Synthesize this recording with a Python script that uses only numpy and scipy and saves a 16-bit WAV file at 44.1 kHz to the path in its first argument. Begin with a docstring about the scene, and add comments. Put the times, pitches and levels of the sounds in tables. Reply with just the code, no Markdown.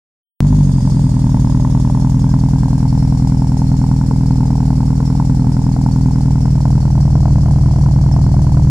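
"""Cold car settling to idle

A four-cylinder petrol car, just started, revs up and drops to idle as the microphone walks up to
its tailpipe. Each firing booms through the silencer and leaves the pipe as a sharp puff and a burst
of hiss. The cylinders are unequal, so the idle lopes (sounds uneven) ten times a second.
Behind it are an early whistle of intake air, two faint whines and a steady murmur."""
import sys
import numpy as np
from scipy import signal
from scipy.fft import rfft, irfft, next_fast_len
from scipy.io import wavfile
from scipy.ndimage import uniform_filter1d, minimum_filter1d, map_coordinates

SR = 44100
rng = np.random.default_rng(int(sys.argv[2]) if len(sys.argv) > 2 else 0)


def unload_wav(signal):
    """Save mono or channel-first audio to the path in sys.argv[1] as 16-bit WAV at rate SR, clipped to [-1, 1]."""
    wavfile.write(
        sys.argv[1],
        SR,
        np.round(np.clip(np.atleast_2d(signal).T, -1, 1) * 32767).astype(np.int16),
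    )


N = 383669
TIME = np.arange(N) / SR

# each cylinder's jet of gas, in firing order: puff_db, puff_decay_s, hiss_db, hiss_decay_s
GAS_JETS = [(-3, .002, -7, .009), (2.5, .0019, -3.5, .012), (-7, .004, -5.5, .013), (-6, .0035, 2, .024)]


def firings(start_s, skip_s, jitter_s):
    """Each cylinder's firing times: the engine fires twice a turn."""
    # engine speed: time_s, speed_rpm
    speed = [(0.4, 1405.5), (0.5, 1539.4), (0.65, 1383.7), (1.04, 1215.8), (1.3, 1171.8), (2.01, 1214.0),
             (2.06, 1234.4), (3.4, 1212.9), (4.44, 1221.2), (4.7, 1187.5), (5.02, 1224.3), (5.68, 1221.7),
             (7.06, 1198.1), (7.3, 1175.0), (7.62, 1197.7), (8.7, 1173.2)]
    running = TIME[TIME >= start_s]
    rpm = np.interp(running, *np.transpose(speed))
    beats_so_far = np.cumsum(rpm) * 2 / 60 / SR
    beat = np.arange(int(beats_so_far[-1]) + 1)
    times = np.interp(beat, beats_so_far, running) + jitter_s * rng.standard_normal(len(beat))
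    # at skip_s the rhythm jumps one beat, like a tiny cut in the sound
    cylinder = (beat + (times > skip_s)) % len(GAS_JETS)
    return [times[cylinder == k] for k in range(len(GAS_JETS))]


def boom(fired):
    """Pressure pulses ring the silencer; each of its tones carries differently to each place."""
    # each cylinder's pressure pulse: delay_s, size_db, fall_s
    cylinders = [(0.002, 4, 0.00053), (0.0037, 6, 0.00035), (0.0024, 3.5, 0.00015), (0.004, 8, 0.0017)]
    # tones of the silencer and pipe: pitch_hz, width_hz, far_gain, halfway_gain, close_gain
    silencer = [(59.9, 8.3, -0.3, -0.33, -0.39), (75.1, 23.6, -0.048, -0.118, -0.394),
                (84, 118.9, 0.1795, .2, 0.385), (118.3, 86.94, -0.3213, -0.343, -0.5325),
                (149.83, 7.58, 0.32, 0.41, 0.85), (195.1, 29, 0.115, 0.1334, 0.18),
                (256.4, 33, 0.107, 0.1296, -0.032), (273.4, 12.6, -0.03, -0.018, 0.072),
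                (292.4, 9.3, 0.02, -0.0066, 0.045), (327, 33, 0.0014, -0.0027, 0.018),
                (427, 42, .002, 0.0033, .002)]
    usual_s = np.mean([delay_s for delay_s, _, _ in cylinders])
    pulses = np.zeros(N)
    for times, (delay_s, size_db, fall_s) in zip(fired, cylinders):
        # the timing starts even, then drifts 3/4 of the way to this cylinder's own delay
        late_s = usual_s + (delay_s - usual_s) * .75 * ramp(times, start_s=.64, length_s=.23)
        pulses += amp(size_db) * fading(kicks(times + late_s, scatter_db=1.14), fall_s) / fall_s
    hz, width, *gains = np.transpose(silencer)
    heard = filtered(pulses, lambda f: np.array(gains) @ resonance(f, hz[:, None], width[:, None]))
    return walk(*heard)


def puffs(fired, lag_s, front_db, eddy_db, echo_db, echo_decay_s, left_lag_s):
    """Each pulse leaves the pipe as a steep front, its cylinder's own ragged tail and fresh swirls."""
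    # tone colour of the puffs at each place: pitch_hz, level_db
    far = [(200, -43.5), (340, -8), (380, 1), (480, -11), (580, 2.5), (700, -4.5), (915, 3.5),
           (1220, -12.5), (1400, -21), (1940, -22.5), (2600, -46), (5000, -64.5)]
    halfway = [(200, -33.5), (340, -19), (435, 3.5), (520, -8), (660, -1.5), (770, 2.5), (890, 3.5),
               (1250, -16.5), (1500, -19), (2600, -39), (5000, -61)]
    close = [(200, -29.5), (340, -10), (400, -14.5), (490, -15.5), (560, -7), (700, -0.5), (990, -7.5),
             (1350, -22.5), (1550, -24), (2600, -44), (5000, -61)]
    t = np.arange(SR // 20) / SR
    even_db = -8.5  # the puffs start alike, then drift apart in size
    gas = np.zeros((2, N))
    for times, (puff_db, decay_s, _, _) in zip(fired, GAS_JETS):
        size_db = even_db + (puff_db - even_db) * ramp(TIME, start_s=1, length_s=.57)
        kick = amp(size_db) * kicks(times + lag_s, scatter_db=2.1)
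        # a short jet, then its echo under the car
        shape = np.exp(-t / decay_s) + amp(echo_db) * np.exp(-t / echo_decay_s)
        tail = signal.fftconvolve(kick, shape * rng.standard_normal(len(t)))[:N]
        eddies = signal.fftconvolve(kick, shape)[:N] * air()
        gas += tail + amp(eddy_db) * eddies - amp(front_db) * kick
    # the pipe is to the right, so the left ear hears it a little later
    gas = filtered(gas, lambda f: np.exp(1j * np.pi * np.outer([-left_lag_s, left_lag_s], f)))
    return walk(*[coloured(gas, colour) for colour in (far, halfway, close)])


def hiss(fired, lag_s, steady_flow):
    """Gas rushes out of the pipe, harder after every firing."""
    # tone colour of the hiss at each place: pitch_hz, level_db
    far = [(1290, -28), (2200, -20), (3100, -10.5), (3530, -3.5), (4160, -11.5), (5190, -4), (5770, -9),
           (6740, 1), (7310, -6.5), (8470, -9.5), (9810, -9), (10200, -15.5), (11500, -16), (13700, -26),
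           (15500, -30.5)]
    halfway = [(1290, -46), (2200, -9.5), (2550, -18), (3830, -9), (4230, -7.5), (5490, -0.5), (6410, -9),
               (7020, -1.5), (8820, -10), (9570, -9), (10500, -16), (13800, -21.5), (15500, -30)]
    close = [(1290, -40), (2200, -8), (2470, -33), (3100, -7), (3710, -13), (4480, -0.5), (4980, -2.5),
             (5490, -2.5), (7370, -3.5), (8890, -10.5), (9890, -12.5), (14500, -25.5), (15500, -34)]
    flow = steady_flow + bursts(fired, lag_s, scatter_db=1.3)
    gas = flow * air()
    return walk(*[coloured(gas, colour) for colour in (far, halfway, close)])


def chirps(fired, lag_s, steady_flow):
    """Every burst rings the pipe's high tones, each at a new strength; each also swells and fades."""
    # tones that ring across the tailpipe: pitch_hz, width_hz, level_db
    pipe_tones = [(4315, 40, 0), (4530, 40, -1), (4918, 30, -1), (5045, 45, -2), (5308, 40, 3.5),
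                  (5514, 40, 1), (5769, 35, -1), (6112, 30, -3), (6519, 50, -4), (9550, 50, -11),
                  (9690, 70, -8)]
    ring = np.zeros((2, N))
    for hz, width, db in pipe_tones:
        swell = amp(2.5 * map_coordinates(rng.standard_normal(40), [TIME * 4]))  # 4 levels a second
        flow = steady_flow + bursts(fired, lag_s, scatter_db=4.5)
        gas = swell * flow * rng.standard_normal((2, N))
        peak = signal.iirpeak(hz, hz / (2 * width), SR)
        ring += amp(db) * signal.lfilter(*peak, signal.lfilter(*peak, gas))
    return unit(ring)


def bursts(fired, lag_s, scatter_db):
    """Gas flow that jumps at every firing and dies away."""
    return sum(amp(db) * fading(kicks(times + lag_s, scatter_db), decay_s)
               for times, (_, _, db, decay_s) in zip(fired, GAS_JETS))


def intake(peak_s, hold_s, rise_db_per_s, fall_db_per_s):
    """Air whistles past the closing throttle: it swells, holds and dies away."""
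    # tones of the air intake: pitch_hz, width_hz, level_db
    tones = [(4800, 340, 4), (6800, 500, -6), (8360, 590, 2)]
    response = lambda f: sum(amp(db) * resonance(f, hz, width) ** 2 for hz, width, db in tones)
    before_s = np.maximum(peak_s - TIME, 0)
    after_s = np.maximum(TIME - peak_s - hold_s, 0)
    swell = amp(-rise_db_per_s * before_s - fall_db_per_s * after_s)
    return swell * unit(filtered(air(), response))


def whine(pitch_hz):
    """A thin tone comes and goes, each time in one smooth swell."""
    # the swells: loudest_s, length_s, level_db
    swells = [(2.303, 0.12, -51), (2.677, 0.74, -56)]
    level = sum(amp(db) * np.sin(np.pi * ramp(TIME, loudest_s - length_s / 2, length_s)) ** 2
                for loudest_s, length_s, db in swells)
    return level * unit(np.sin(2 * np.pi * pitch_hz * TIME))


def murmur():
    """The engine bay and the yard make a steady, low noise."""
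    # its tone colour: pitch_hz, level_db
    colour = [(15, -21.5), (40, -1.5), (130, 9), (260, 8.5), (350, -3), (550, -8), (900, -17.5),
              (1250, -21.5), (2000, -25.5), (3000, -31), (8000, -53)]
    return unit(filtered(air(), lambda f: amp(along(colour, f))))


def walk(far, halfway, close):
    """Blend from far to halfway to close as the microphone nears the tailpipe."""
    # times of the walk: leave_far_s, reach_halfway_s, leave_halfway_s, reach_close_s
    walk_times = [1.7, 3.0, 6.101, 7.3]
    leaving = np.interp(TIME, walk_times[:2], [1, 0])
    arriving = np.interp(TIME, walk_times[2:], [0, 1])
    return leaving * far + (1 - leaving - arriving) * halfway + arriving * close


def air():
    """White stereo noise, alike in the bass and unrelated in the treble."""
    # how alike left and right are: pitch_hz, likeness (0 to 1)
    likeness = [(100, 0.65), (300, 0.42), (900, 0.42), (1600, 0.62), (3000, 0), (12000, 0)]
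    angle = lambda f: np.arccos(np.clip(along(likeness, f), -1, 1)) / 2
    noise = rng.standard_normal((2, N))
    mid, side = filtered(noise, lambda f: np.array([np.cos(angle(f)), np.sin(angle(f))]))
    return np.array([mid + side, mid - side])


def kicks(times, scatter_db):
    """One click of random size at each time."""
    sizes = amp(scatter_db * rng.standard_normal(len(times)))
    return np.bincount(np.round(times * SR).astype(int), sizes, N)[:N]


def fading(x, decay_s):
    """Each click becomes a step that dies away."""
    return signal.lfilter([1], [1, -np.exp(-1 / (decay_s * SR))], x)


def resonance(f, hz, width):
    """Filter response of one ringing tone, gain 1 at its centre."""
    return 1j * f * width / (hz * hz - f * f + 1j * f * width)


def coloured(x, colour):
    """Give x a tone colour, at average level 1."""
    return unit(filtered(x, lambda f: causal(amp(along(colour, f)))))


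def causal(gain):
    """A filter response with this gain that rings only after its cause."""
    cepstrum = irfft(np.log(np.maximum(gain, 1e-6)))
    half = len(cepstrum) // 2
    forward_only = np.r_[1, np.full(half - 1, 2), 1, np.zeros(half - 1)]
    return np.exp(rfft(cepstrum * forward_only))


def filtered(x, response):
    """Scale and delay each frequency in x as response(hz) says."""
    size = 2 * next_fast_len(N // 2 + SR // 4)
    hz = np.fft.rfftfreq(size, 1 / SR)
    return irfft(rfft(x, size) * response(hz), size)[..., :N]


def along(points, hz):
    """Read between (pitch_hz, value) points on a log scale of pitch."""
    pitches, values = np.transpose(points)
    return np.interp(np.log(hz + 1), np.log(pitches + 1), values)


def ramp(t, start_s, length_s):
    """0 before start_s, rising evenly to 1 over length_s."""
    return np.clip((t - start_s) / length_s, 0, 1)


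def amp(db):
    """Decibels to gain."""
    return 10 ** (np.asarray(db) / 20)


def unit(x):
    """Scale x to an average (rms) level of 1."""
    return x / np.sqrt(np.mean(x ** 2) + 1e-20)


def scene():
    """The exhaust sounds all follow the same firings and change as the microphone walks."""
    # gain of each exhaust sound: far_db, halfway_db, close_db
    boom_db = (-39.5, -41.5, -42.5)
    puff_db = (-33, -35, -33.5)
    hiss_db = (-44.5, -44.5, -44.5)
    fired = firings(start_s=.4, skip_s=5.43, jitter_s=.00012)
    low = amp(walk(*boom_db)) * boom(fired)
    middle = amp(walk(*puff_db)) * puffs(fired, lag_s=.005, front_db=19, eddy_db=-4,
                                         echo_db=-16, echo_decay_s=.012, left_lag_s=.0001)
    rush = hiss(fired, lag_s=.0048, steady_flow=.59)
    ring = amp(-4.5) * chirps(fired, lag_s=.0076, steady_flow=.06)
    whistle = amp(-47) * intake(peak_s=.72, hold_s=.3, rise_db_per_s=94, fall_db_per_s=20)
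    lean_right = amp([[-1], [1]])
    high = (amp(walk(*hiss_db)) * (rush + ring) + whistle) * lean_right
    return low + middle + high + amp(-27.5) * murmur() + whine(pitch_hz=1594)


def record(dry):
    """The microphone opens abruptly, smoothly holds its peaks down and cuts the highest treble."""
    open_s, ceiling, smooth_samples, top_hz = .405, .92, 220, 15750
    needed_gain = ceiling / np.maximum(np.abs(dry).max(axis=0), ceiling)
    gain = uniform_filter1d(minimum_filter1d(needed_gain, 2 * smooth_samples), smooth_samples)
    return filtered(dry * gain * (TIME >= open_s), lambda f: f < top_hz)


dry = scene()
out = record(dry)
unload_wav(out)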